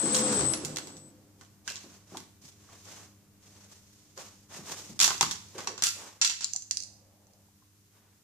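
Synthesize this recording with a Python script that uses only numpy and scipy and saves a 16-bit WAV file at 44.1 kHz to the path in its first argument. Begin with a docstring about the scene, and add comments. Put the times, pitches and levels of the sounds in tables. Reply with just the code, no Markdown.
"""Workshop, close to a tray conveyor, on a hand-held microphone that moves to the control panel.
The inverter-fed motor whines on modulated sines over a rumbling belt of filtered noise, brakes and holds.
Stacks of plastic trays knock, scrape and clatter: noise bursts ring resonances of tray, stack and steel.
A small hard part clicks to rest in high resonances, and a soft whirr of banded noise swells and fades.
Mains hum in wavering sines, a machinery drone and a thin hiss of filtered noise go on underneath."""
import sys
import numpy as np
from scipy import signal
from scipy.fft import rfft, irfft
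from scipy.io import wavfile

SR = 44100
rng = np.random.default_rng(int(sys.argv[2]) if len(sys.argv) > 2 else 0)


def log_audio(samples):
    """Write samples as a 16-bit WAV file to the path given in sys.argv[1]."""
    # one column per channel
    frames = np.atleast_2d(samples).T
    # limit to full scale, then quantise
    limited = np.clip(frames, -1, 1)
    pcm = np.round(limited * 32767).astype(np.int16)
    wavfile.write(sys.argv[1], SR, pcm)


N = 362943
T = np.arange(N) / SR  # seconds


# motor supply: a straight ramp up to the running frequency, then a rounded braking ramp to rest
RUN_HZ, RAMP_HZ_PER_S, FULL_SPEED_S = 42, 120, 0.125
BRAKE_S, STOP_S, BRAKE_CURVE = 0.3, 0.6, 1.35


def drive_hz():
    """The inverter's drive frequency sets the motor speed: it ramps up, runs briefly and brakes."""
    ramp_up = RUN_HZ - RAMP_HZ_PER_S * np.maximum(FULL_SPEED_S - T, 0)
    braking = np.clip((T - BRAKE_S) / (STOP_S - BRAKE_S), 0, 1)
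    return ramp_up * (1 - braking ** BRAKE_CURVE)


CARRIER_HZ, CRAWL_HZ = 8003, 10670
# sidebands of the switching carrier: order [multiple of the drive frequency]
SIDEBAND_ORDERS = [-10, -6, -2, 2, 10, 14]
# the same sidebands: level_db [dB, relative]
SIDEBAND_LEVELS = [-9, -18, -5.5, 3.5, -15.5, -26]
# whine: level_db at full speed, extra level_db near rest, drive frequency below which it fades
WHINE_DB, WHINE_SLOW_DB, WHINE_FADE_HZ = -37, 10.5, 21.4
# high inverter tone at low drive frequency: start_s [s], end_s [s], level_db [dB]
CRAWL_TONES = [(-.02, 0.03, -54), (0.494, 0.547, -42.5)]
CRAWL_ATTACK_S, CRAWL_RELEASE_DB_PER_S = 0.017, 204
# the bare carrier holds the stopped motor
HOLD_START_S, HOLD_END_S, HOLD_DB = 0.5, 1.098, -57


def motor():
    """Inverter sidebands close in on the carrier and grow as the motor slows, then fade; a held tone stays on."""
    drive = drive_hz()
    turn = 2 * np.pi * np.cumsum(drive) / SR
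    carrier = 2 * np.pi * CARRIER_HZ * T
    sidebands = sum(undb(db + 2.6 * walk(30.3)) * np.sin(carrier + order * turn)
                    for order, db in zip(SIDEBAND_ORDERS, SIDEBAND_LEVELS))
    fizz = unit(ring(noise(N, 0.7), [(CARRIER_HZ, 400, 0)]))
    fade = np.minimum(drive / WHINE_FADE_HZ, 1) ** 2
    level = undb(WHINE_DB + WHINE_SLOW_DB * (1 - drive / RUN_HZ)) * fade
    whine = (unit(sidebands) + undb(-21) * fizz) * level

    crawl_level = sum(undb(db) * swell(start, end, CRAWL_ATTACK_S, CRAWL_RELEASE_DB_PER_S)
                      for start, end, db in CRAWL_TONES)
    rough_tone = np.sin(2 * np.pi * CRAWL_HZ * T + 0.7 * walk(140)) * (1 + 0.84 * walk(170))
    crawl = unit(rough_tone) * crawl_level
    held = unit(np.sin(carrier)) * undb(HOLD_DB) * gate(HOLD_START_S, HOLD_END_S, 0.059)
    return whine * pan(16.7) + (crawl + held) * pan(7.6)


# gear tones: order [multiple of the drive frequency]
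GEAR_TONE_ORDERS = [4.8, 5.3, 7.15, 10.3, 12.1]
# the same gear tones: level_db [dB, relative]
GEAR_LEVELS = [-8, -2, -8, -11, -4]
# spectrum of the belt rumble: pitch_hz [Hz], level_db [dB, relative]
RUMBLE_SPECTRUM = [(24, -43), (40, -22), (134, -4.5), (171, -4), (214, -8.5), (255, -4), (421, -6.5),
                   (459, -17), (509, -1.5), (545, -11), (2500, -38.5), (3250, -33), (5500, -120)]
# spectrum of the belt hiss: pitch_hz [Hz], level_db [dB, relative]
BELT_HISS_SPECTRUM = [(600, 3.5), (1200, 1.5), (2500, -7.5), (4500, -4), (7000, -3), (8500, 1.5),
                      (10000, -25.5), (15000, -35)]
# booming of the loaded belt frame: pitch_hz [Hz], width_hz [Hz], level_db [dB, relative]
BELT_FRAME_MODES = [(147.5, 12.3, 1), (232.5, 24, -2), (298.3, 47, -0.5)]
# full level, when each starts to die away, and how fast
RUMBLE_DB, RUMBLE_COAST_S, RUMBLE_DB_PER_S = -29, 0.37, 34
HISS_DB, HISS_COAST_S, HISS_DB_PER_S = -33.5, 0.36, 45
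# the rumble starts lower and builds as the belt takes up its load
TAKE_UP_S, TAKE_UP_DB = 0.48, 11


def belt():
    """Gear tones sing only near full speed; the loaded belt rumbles, booms and hisses, then coasts."""
    drive = drive_hz()
    turn = 2 * np.pi * np.cumsum(drive) / SR
    speed = drive / RUN_HZ
    gears = sum(undb(db + 2 * walk(24)) * np.sqrt(2) * np.sin(order * turn + 0.48 * walk(37))
                for order, db in zip(GEAR_TONE_ORDERS, GEAR_LEVELS))
    boom = wandering(ring(noise(N, 0.12), BELT_FRAME_MODES), BELT_FRAME_MODES, rate=13.46, spread_db=1)
    rumble = unit(colour(noise(N, 0.3), RUMBLE_SPECTRUM))
    rumble = undb(-5) * rumble + undb(-9) * boom + gears * speed ** 4
    hiss = unit(colour(noise(N, 1.0, grain_db=3.5), BELT_HISS_SPECTRUM)) * pan(-2)

    # the highest speed so far: braking is left to the coasting below
    run_up = np.maximum.accumulate(speed) ** 1.46
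    load_db = -TAKE_UP_DB * np.maximum(1 - T / TAKE_UP_S, 0)
    rumble = rumble * undb(RUMBLE_DB + load_db) * coast(RUMBLE_COAST_S, RUMBLE_DB_PER_S)
    hiss = hiss * undb(HISS_DB) * coast(HISS_COAST_S, HISS_DB_PER_S)
    return (rumble + hiss) * run_up * undb(1.1 * walk(25))


# tray blows: start_s [s], level_db [dB], then before trim body_db, edge_db, rattle_db, steel_db
# [dB, relative]: hollow body, sharp edge, rattle of the nested trays, steel ring
TRAY_BLOWS = [(0.1452, -13, -24, -20, 2, -21.5), (0.1627, -24, -15, -14, -6, -17),
              (0.3239, -26.5, -7.5, -14, -9, -17), (0.4099, -21.5, -20, -35, -17, -35),
              (0.5362, -18.5, -21, -43, -19, -20), (0.6487, -24.5, -44, -12, -20, -16),
              (0.7604, -25, -33, -18, -20, -25), (0.7695, -21, -22, -22, -35, -31),
              (0.7851, -26.5, -13.5, -19, -21, -24), (0.8713, -34.5, -14, -19, -11, -27),
              (0.9674, -39, -44, -18, -13, -21), (1.411, -43, -7.5, -21, -18, -33),
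              (1.677, -23, -24.5, -22.5, -6, -24), (1.7553, -26.5, -28, -44, 7, -36),
              (2.1707, -28.5, -15.5, -17.5, -15, -42), (4.175, -33.5, -10, -37, -4, -28),
              (4.9915, -17, -23, -23, -13, -23), (5.0018, -5.5, -29, -20.5, -7.5, -32.5),
              (5.0112, -9.5, -27.5, -26.5, -12, -21.5), (5.0262, -8, -26, -19.5, -5.5, -26.5),
              (5.0431, -7, -23, -20, -10.5, -30), (5.0773, -14, -15, -35.5, -8.5, -26.5),
              (5.1055, -20.5, -10, -27, -11.5, -32), (5.2099, -7, -20.5, -22.5, -16, -42.5),
              (5.2278, -14.5, -12, -25, -28.5, -31.5), (5.3112, -17.5, -23.5, -21.5, -13.5, -28.5),
              (5.581, -28.5, -9.5, -24.5, 5.5, -28), (5.6727, -20, -11.5, -37, -9.5, -17.5),
              (5.7785, -28.5, -15, -30.5, -11, -23.5), (5.8224, -15, -19.5, -19, -16, -22),
              (5.8368, -10, -41.5, -15.5, -9, -31.5), (5.8588, -14, -31, -18, 15.5, -17),
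              (6.2143, -10.5, -30.5, -60.5, -10, -15.5), (6.2222, -12, -45, -41, -18, -21.5),
              (6.247, -9.5, -51, -23.5, -11, -20), (6.2956, -16.5, -27.5, -36, 0, -25),
              (6.4078, -22.5, -25, -51, 3, -23)]
# spectrum of the tray shell: pitch_hz [Hz], level_db [dB, relative]
TRAY_SPECTRUM = [(900, -23), (1500, -7.5), (2200, -6.5), (3000, -1.5), (4300, 2), (6300, 4), (7600, 2),
                 (9000, -14), (12000, -33)]
# hollow modes of a stack, also rung by slides(): pitch_hz [Hz], width_hz [Hz], level_db [dB, relative]
HOLLOW_MODES = [(144, 43, -0.5), (230, 56, -0.5), (380, 49, -1), (450, 30, -5.5), (672.5, 89, -7.5),
                (900, 320, 2.5), (1024, 63, -4.5), (1116, 39, -2), (1467, 35, 0.5), (1770, 29, -12)]
# steel guides struck by the trays: pitch_hz [Hz], width_hz [Hz], level_db [dB, relative]
STEEL_GUIDE_MODES = [(1377, 59, -1.5), (2673, 90, 1.5), (4150, 310, -2), (4730, 130, 2), (5797, 290, 3.5),
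                     (6960, 400, 1.5)]
CLACK_PAN_DB = -2.5  # left minus right


def clacks(size=13230):
    """Each blow cracks, booms in the hollow stack, rings the steel guides and rattles the nested trays."""
    out, t = np.zeros((2, N)), np.arange(size) / SR
    edge_spectrum = [(7000, 0.5), (9500, -4), (14500, -14)]
    for s, db, body_db, edge_db, rattle_db, steel_db in TRAY_BLOWS:
        # the rattle is a run of uneven jolts, each about 1 ms long
        jolts = np.repeat(undb(6 * rng.standard_normal(size // 45) - 1.5), 45)
        crack = undb(-60 * t / 0.012)
        rattle = jolts * undb(rattle_db - 60 * t / 0.19)
        force = crack + rattle
        shell = strength(colour(noise(size, 1.0, grain_db=6) * force, TRAY_SPECTRUM))
        body = strength(ring(noise(size, 0.68) * force, HOLLOW_MODES))
        edge = strength(colour(noise(size, 0.83, grain_db=3) * force, edge_spectrum))
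        # ringing twice makes the modes build up more slowly
        steel = strength(ring(ring(noise(size, 1) * force, STEEL_GUIDE_MODES), STEEL_GUIDE_MODES))
        blow = undb(-15) * shell + undb(body_db - 5.5) * body
        blow = blow + undb(edge_db - 3) * edge + undb(steel_db) * steel
        add(out, s, undb(db) * pan(CLACK_PAN_DB) * blow)
    return out


# low and mid resonant thumps, some alone, some sounding together with a tray blow:
# start_s [s], level_db [dB], pitch_hz [Hz], decay_s [s for the driving noise to fall 60 dB]
RESONANT_THUMPS = [(0.031, -31.5, 297, 0.26), (1.411, -74, 507, 0.1), (1.677, -41, 1600, 0.053),
                   (1.678, -44, 2650, 0.23), (1.841, -54, 274, 0.25), (2.119, -48.5, 283, 0.33),
                   (2.146, -45.5, 870, 0.096), (2.438, -57, 170, 0.19), (2.686, -63, 1130, .08),
                   (4.173, -50, 490, 0.25), (4.251, -82, 1100, 0.028), (4.588, -48, 202, 0.12),
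                   (4.894, -46, 207, 0.37), (5.078, -39.5, 1130, 0.11), (5.103, -37.5, 1165, .05),
                   (5.21, -30.5, 970, .06), (5.228, -33, 1020, .08), (5.227, -44.5, 225, 0.37),
                   (5.548, -46.5, 410, 0.55), (5.675, -47, 430, 0.41), (5.826, -44.5, 1400, 0.26),
                   (6.215, -50.5, 915, .2), (6.55, -59, 790, 0.044), (7.485, -73, 910, 0.024),
                   (7.62, -71, 940, .033)]
THUMP_WIDTH_HZ, THUMP_WIDTH_SHARE = 120, 0.22  # bandwidth: a base plus a share of the pitch


def thumps(size=17640):
    """Each thump is a decaying noise burst that rings one band, alone or together with a tray blow."""
    out, t = np.zeros((2, N)), np.arange(size) / SR
    for s, db, hz, decay in RESONANT_THUMPS:
        mode = [(hz, THUMP_WIDTH_HZ + THUMP_WIDTH_SHARE * hz, 0)]
        burst = noise(size, 0.11) * undb(-60 * t / decay)
        add(out, s, undb(db) * strength(ring(ring(burst, mode), mode)))
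    return out


# clicks of the small hard part: start_s [s], level_db [dB, before trim], pan_db [dB, left minus right]
PART_CLICKS = [(4.9214, -47, 4), (5.1796, -24, 4), (5.487, -43, -7), (6.4442, -8, 0), (6.535, -16.5, -10),
               (6.562, -10.5, -3.5), (6.6221, -24, -9), (6.7104, -8, -6), (6.771, -11, -1),
               (6.8034, -24, -14), (6.824, -22.5, 1), (6.8357, -23.5, -4.5), (7.269, -47, -5),
               (7.3347, -48, -6)]
# ringing of the part: pitch_hz [Hz], width_hz [Hz], level_db [dB, relative, varied at each contact]
PART_MODES = [(2680, 640, -7), (4370, 110, -8), (5180, 440, 0), (6240, 260, 13.5), (7030, 470, 8),
              (8150, 180, -17)]


def clicks(size=6615):
    """A small hard part snaps, buzzes faintly and rings high; each contact weights its modes anew."""
    out, t = np.zeros((2, N)), np.arange(size) / SR
    snap = undb(-60 * t / 0.008)
    buzz = undb(-28.5 - 60 * t / 0.13)
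    spectrum = [(500, -3.5), (2500, -11.5), (4200, 5), (8500, -4), (14000, -18)]
    for s, db, pan_db in PART_CLICKS:
        modes = [(hz, width, mode_db + 2 * rng.standard_normal()) for hz, width, mode_db in PART_MODES]
        rung = colour(ring(noise(size, 0.95) * (snap + buzz), modes), spectrum)
        add(out, s, undb(db - 20.5) * pan(pan_db) * strength(rung))
    return out


# strokes of sliding trays: start_s [s], length_s [s], level_db [dB, before trim],
# treble_db [dB, relative to the stroke, before trim]
SLIDE_STROKES = [(1.373, 0.016, -62, 1.5), (1.642, 0.063, -54, 5), (1.763, 0.19, -61.5, 1),
                 (2.059, 0.089, -57, 0.5), (2.408, 0.037, -61.5, 9), (2.55, 0.11, -68, 3.5),
                 (2.659, 0.075, -57, -2), (2.735, 0.12, -69, 9.5), (2.835, 0.16, -53, 0),
                 (3.39, .26, -64.5, 2.5), (3.674, 0.044, -60, 4), (3.766, 0.66, -76.5, 10),
                 (4.158, 0.033, -48, 1.5), (4.483, 0.098, -49, -0.5), (4.636, 0.087, -45, 1.5),
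                 (4.722, .08, -53.5, 5.5), (4.858, .04, -59, 5.5), (5.366, 0.15, -66, 7.5),
                 (5.53, 0.057, -45.5, -4.5), (5.932, 0.13, -50, -2.5), (7.912, 0.18, -69, -17)]
# spectrum of the dragging body: pitch_hz [Hz], level_db [dB, relative]
SLIDE_BODY_SPECTRUM = [(88, -62), (150, -9), (211, -1), (246, -7.5), (342, -5), (609, -5), (985, -8.5),
                       (1780, -10.5), (4000, -16.5), (5200, -66.5), (8800, -120)]
# spectrum of the hissing edges: pitch_hz [Hz], level_db [dB, relative]
SLIDE_TREBLE_SPECTRUM = [(2000, -9), (4000, -4), (6500, 2.5), (8000, -3.5), (10000, -11.5), (14500, -15.5)]
SLIDE_ATTACK_S, SLIDE_RELEASE_DB_PER_S = 0.059, 131


def slides():
    """Plastic dragging: gritty noise for dense tiny slips rings the hollow stack and hisses at its edges."""
    drag = unit(colour(noise(N, 0.39, grain_db=6), SLIDE_BODY_SPECTRUM))
    hollow = wandering(noise(N, 0.63, grain_db=5), HOLLOW_MODES, rate=15, spread_db=2)
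    body = undb(-1.5) * drag + undb(-6.5) * hollow
    treble = unit(colour(noise(N, 1.0, grain_db=1.5), SLIDE_TREBLE_SPECTRUM)) * pan(-1.3)
    # overlapping strokes add in power
    body_power = treble_power = 0
    for start, length, db, treble_db in SLIDE_STROKES:
        stroke = undb(db) * swell(start, start + length, SLIDE_ATTACK_S, SLIDE_RELEASE_DB_PER_S)
        body_power = body_power + stroke ** 2
        treble_power = treble_power + (stroke * undb(treble_db)) ** 2
    body = undb(-0.5) * body * np.sqrt(body_power)
    treble = undb(2.5) * treble * np.sqrt(treble_power)
    return (body + treble) * undb(1.9 * walk(90))


def faint_whirr():
    """Two broad resonances of noise: a soft mid-pitched whirr swells and fades after the last tray blow."""
    modes = [(570, 180, 3.5), (747, 270, -1.5)]
    whirr = unit(ring(ring(noise(N, 0.46), modes), modes))
    return undb(-70.5) * whirr * gate(6.77, 7.44, 0.23)


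# ringing of the steel frame and guard: pitch_hz [Hz], width_hz [Hz], level_db [dB, relative]
STEEL_FRAME_MODES = [(1200, 4.7, -13.5), (1430, 14, -6), (2890, 17, -5.5), (3220, 6.4, -9.5),
                     (3860, 25, -12.5), (4590, 24, -6), (4740, 17, -4), (5370, 16, -11), (5130, 25, -6.5),
                     (6560, 13, -7), (7410, 22, 3), (7940, 22, -5.5)]


def frame(blows):
    """Narrow steel resonances ring after each blow, with left and right exchanged for width."""
    return undb(-6.5) * ring(blows[::-1], STEEL_FRAME_MODES)


def room(x, t60=0.47, near_t60=0.066, size=35280):
    """Close machine panels answer with a short burst of decaying noise; the hall rings on."""
    t = np.arange(size) / SR
    onset = np.clip(t / 0.006, 0, 1)
    near = unit(noise(size, 0.57, grain_db=-0.5) * onset * undb(-60 * t / near_t60))
    hall = unit(noise(size, 0.79) * onset * undb(-60 * t / t60))
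    response = (undb(-10) * near + undb(-6.5) * hall) / np.sqrt(size)
    response = colour(response, [(60, 2.5), (500, -5.5), (2000, 1.5), (7000, -2), (14000, 0)])
    return signal.fftconvolve(x, response, axes=1)[:, :N]


# mains hum: pitch_hz [Hz], level_db [dB, relative]
MAINS_HUM = [(100, 1.5), (149.5, -15.5), (200, -2), (300, -6.5), (400, -14)]
# spectrum of the machinery drone: pitch_hz [Hz], level_db [dB, relative]
DRONE_SPECTRUM = [(15, -25.5), (25, 2), (48, -14.5), (87, 4), (146, -2.5), (201, 0), (250, -6.5), (306, -8),
                  (352, -10), (3000, -28.5), (3900, -58), (6600, -120)]
# spectrum of the thin hiss: pitch_hz [Hz], level_db [dB, relative]
HISS_SPECTRUM = [(1000, -2.5), (2500, -4.5), (4000, -3.5), (6500, 1), (9000, -3.5), (14000, -3.5)]
# level of hum and drone, uneven and fainter at the end as the microphone moves to the control panel:
# time_s [s], level_db [dB]
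DRONE_LEVEL = [(1.5, -64), (3, -62.5), (4.2, -65), (5.3, -58), (6.2, -68), (7, -65), (7.6, -69)]
SHOP_HISS_DB = -67


def workshop():
    """Wavering mains harmonics over a low noise drone of machinery and a thin hiss."""
    hum = sum(undb(db + 2 * walk(14)) * np.sqrt(2) * np.sin(2 * np.pi * hz * T + 0.43 * walk(60))
              for hz, db in MAINS_HUM)
    drone = unit(colour(noise(N, 0.36), DRONE_SPECTRUM))
    low = undb(-3) * hum + undb(-1.5) * drone
    hiss = unit(colour(noise(N, 1.0), HISS_SPECTRUM)) * undb(SHOP_HISS_DB + 0.7 * walk(30))
    return low * undb(curves(DRONE_LEVEL)[0]) + hiss


def undb(db):
    """Decibels to gain."""
    return np.exp(np.asarray(db) * np.log(10) / 20)


def unit(x):
    """Scale to rms 1."""
    return x / np.sqrt(np.mean(x ** 2) + 1e-20)


def strength(x, size=882):
    """Scale a blow so that its first 20 ms have rms 1."""
    return x / np.sqrt(np.mean(x[:, :size] ** 2))


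def curves(rows):
    """The columns of a table after its times, joined by straight lines in time."""
    s, *columns = np.transpose(rows)
    return [np.interp(T, s, c) for c in columns]


def gate(start, end, fade):
    """On between two times, with sloping edges."""
    return np.clip(np.minimum(T - start, end - T) / fade + 0.5, 0, 1)


def coast(s, db_per_s):
    """Full level until a time, then a steady fall in dB."""
    return undb(-db_per_s * np.maximum(T - s, 0))


def swell(start, end, attack, db_per_s):
    """A straight rise over the attack, times a steady fall in dB from the end time."""
    return np.clip((T - start) / attack, 0, 1) * coast(end, db_per_s)


def pan(db):
    """Left and right gains for a level difference, left minus right."""
    return undb(np.array([[db], [-db]]) / 2)


def walk(rate):
    """Chance values, rate per second, joined by straight lines; their spread is near 1."""
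    points = rng.standard_normal(2048)
    return np.interp(T * rate, np.arange(len(points)), points)


def noise(size, side, grain_db=0):
    """Stereo noise with a given side share; uneven sample sizes make it gritty."""
    mid, wide, sizes = rng.standard_normal((size, 3)).T
    stereo = mid + side * wide * np.array([[1], [-1]])
    return unit(stereo * undb(grain_db * sizes))


def colour(x, points):
    """Causal minimum-phase filter through (Hz, dB) points, falling 17 dB an octave outside them."""
    size = 4096
    hz, db = np.transpose(points)
    octave = np.log2(np.maximum(np.arange(size // 2 + 1) * SR / size, 5))
    below = np.maximum(np.log2(hz[0]) - octave, 0)
    above = np.maximum(octave - np.log2(hz[-1]), 0)
    gain = undb(np.interp(octave, np.log2(hz), db) - 17 * (below + above))
    # folding the cepstrum onto positive times makes the filter causal
    cepstrum = irfft(np.log(gain))
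    cepstrum[1:size // 2] *= 2
    cepstrum[size // 2 + 1:] = 0
    response = irfft(np.exp(rfft(cepstrum)))
    return signal.fftconvolve(x, response[None], axes=1)[:, :x.shape[1]]


def ring(x, modes):
    """Resonances (Hz, width in Hz, dB) side by side."""
    return sum(undb(db) * signal.lfilter(*signal.iirpeak(hz, hz / width, SR), x)
               for hz, width, db in modes)


def wandering(x, modes, rate, spread_db):
    """Resonances that each swell and fade by chance as the contact points shift."""
    return unit(sum(ring(x, [mode]) * undb(spread_db * walk(rate)) for mode in modes))


def add(out, s, x):
    """Mix a sound in at a time."""
    i = max(int(s * SR), 0)
    out[:, i:i + x.shape[1]] += x[:, :N - i]


def scene():
    """Blows ring the steel frame, and with the thumps excite the room; the other sounds are added directly."""
    hard_blows = clacks() + clicks()
    blows = hard_blows + frame(hard_blows) + thumps()
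    return motor() + belt() + blows + room(blows) + slides() + faint_whirr() + workshop()


TOP_HZ = 14750


def record(dry):
    """The recorder cuts the top with a steep low-pass filter."""
    return signal.sosfilt(signal.ellip(8, 0.2, 70, TOP_HZ, fs=SR, output="sos"), dry)


dry = scene()
out = record(dry)
log_audio(out)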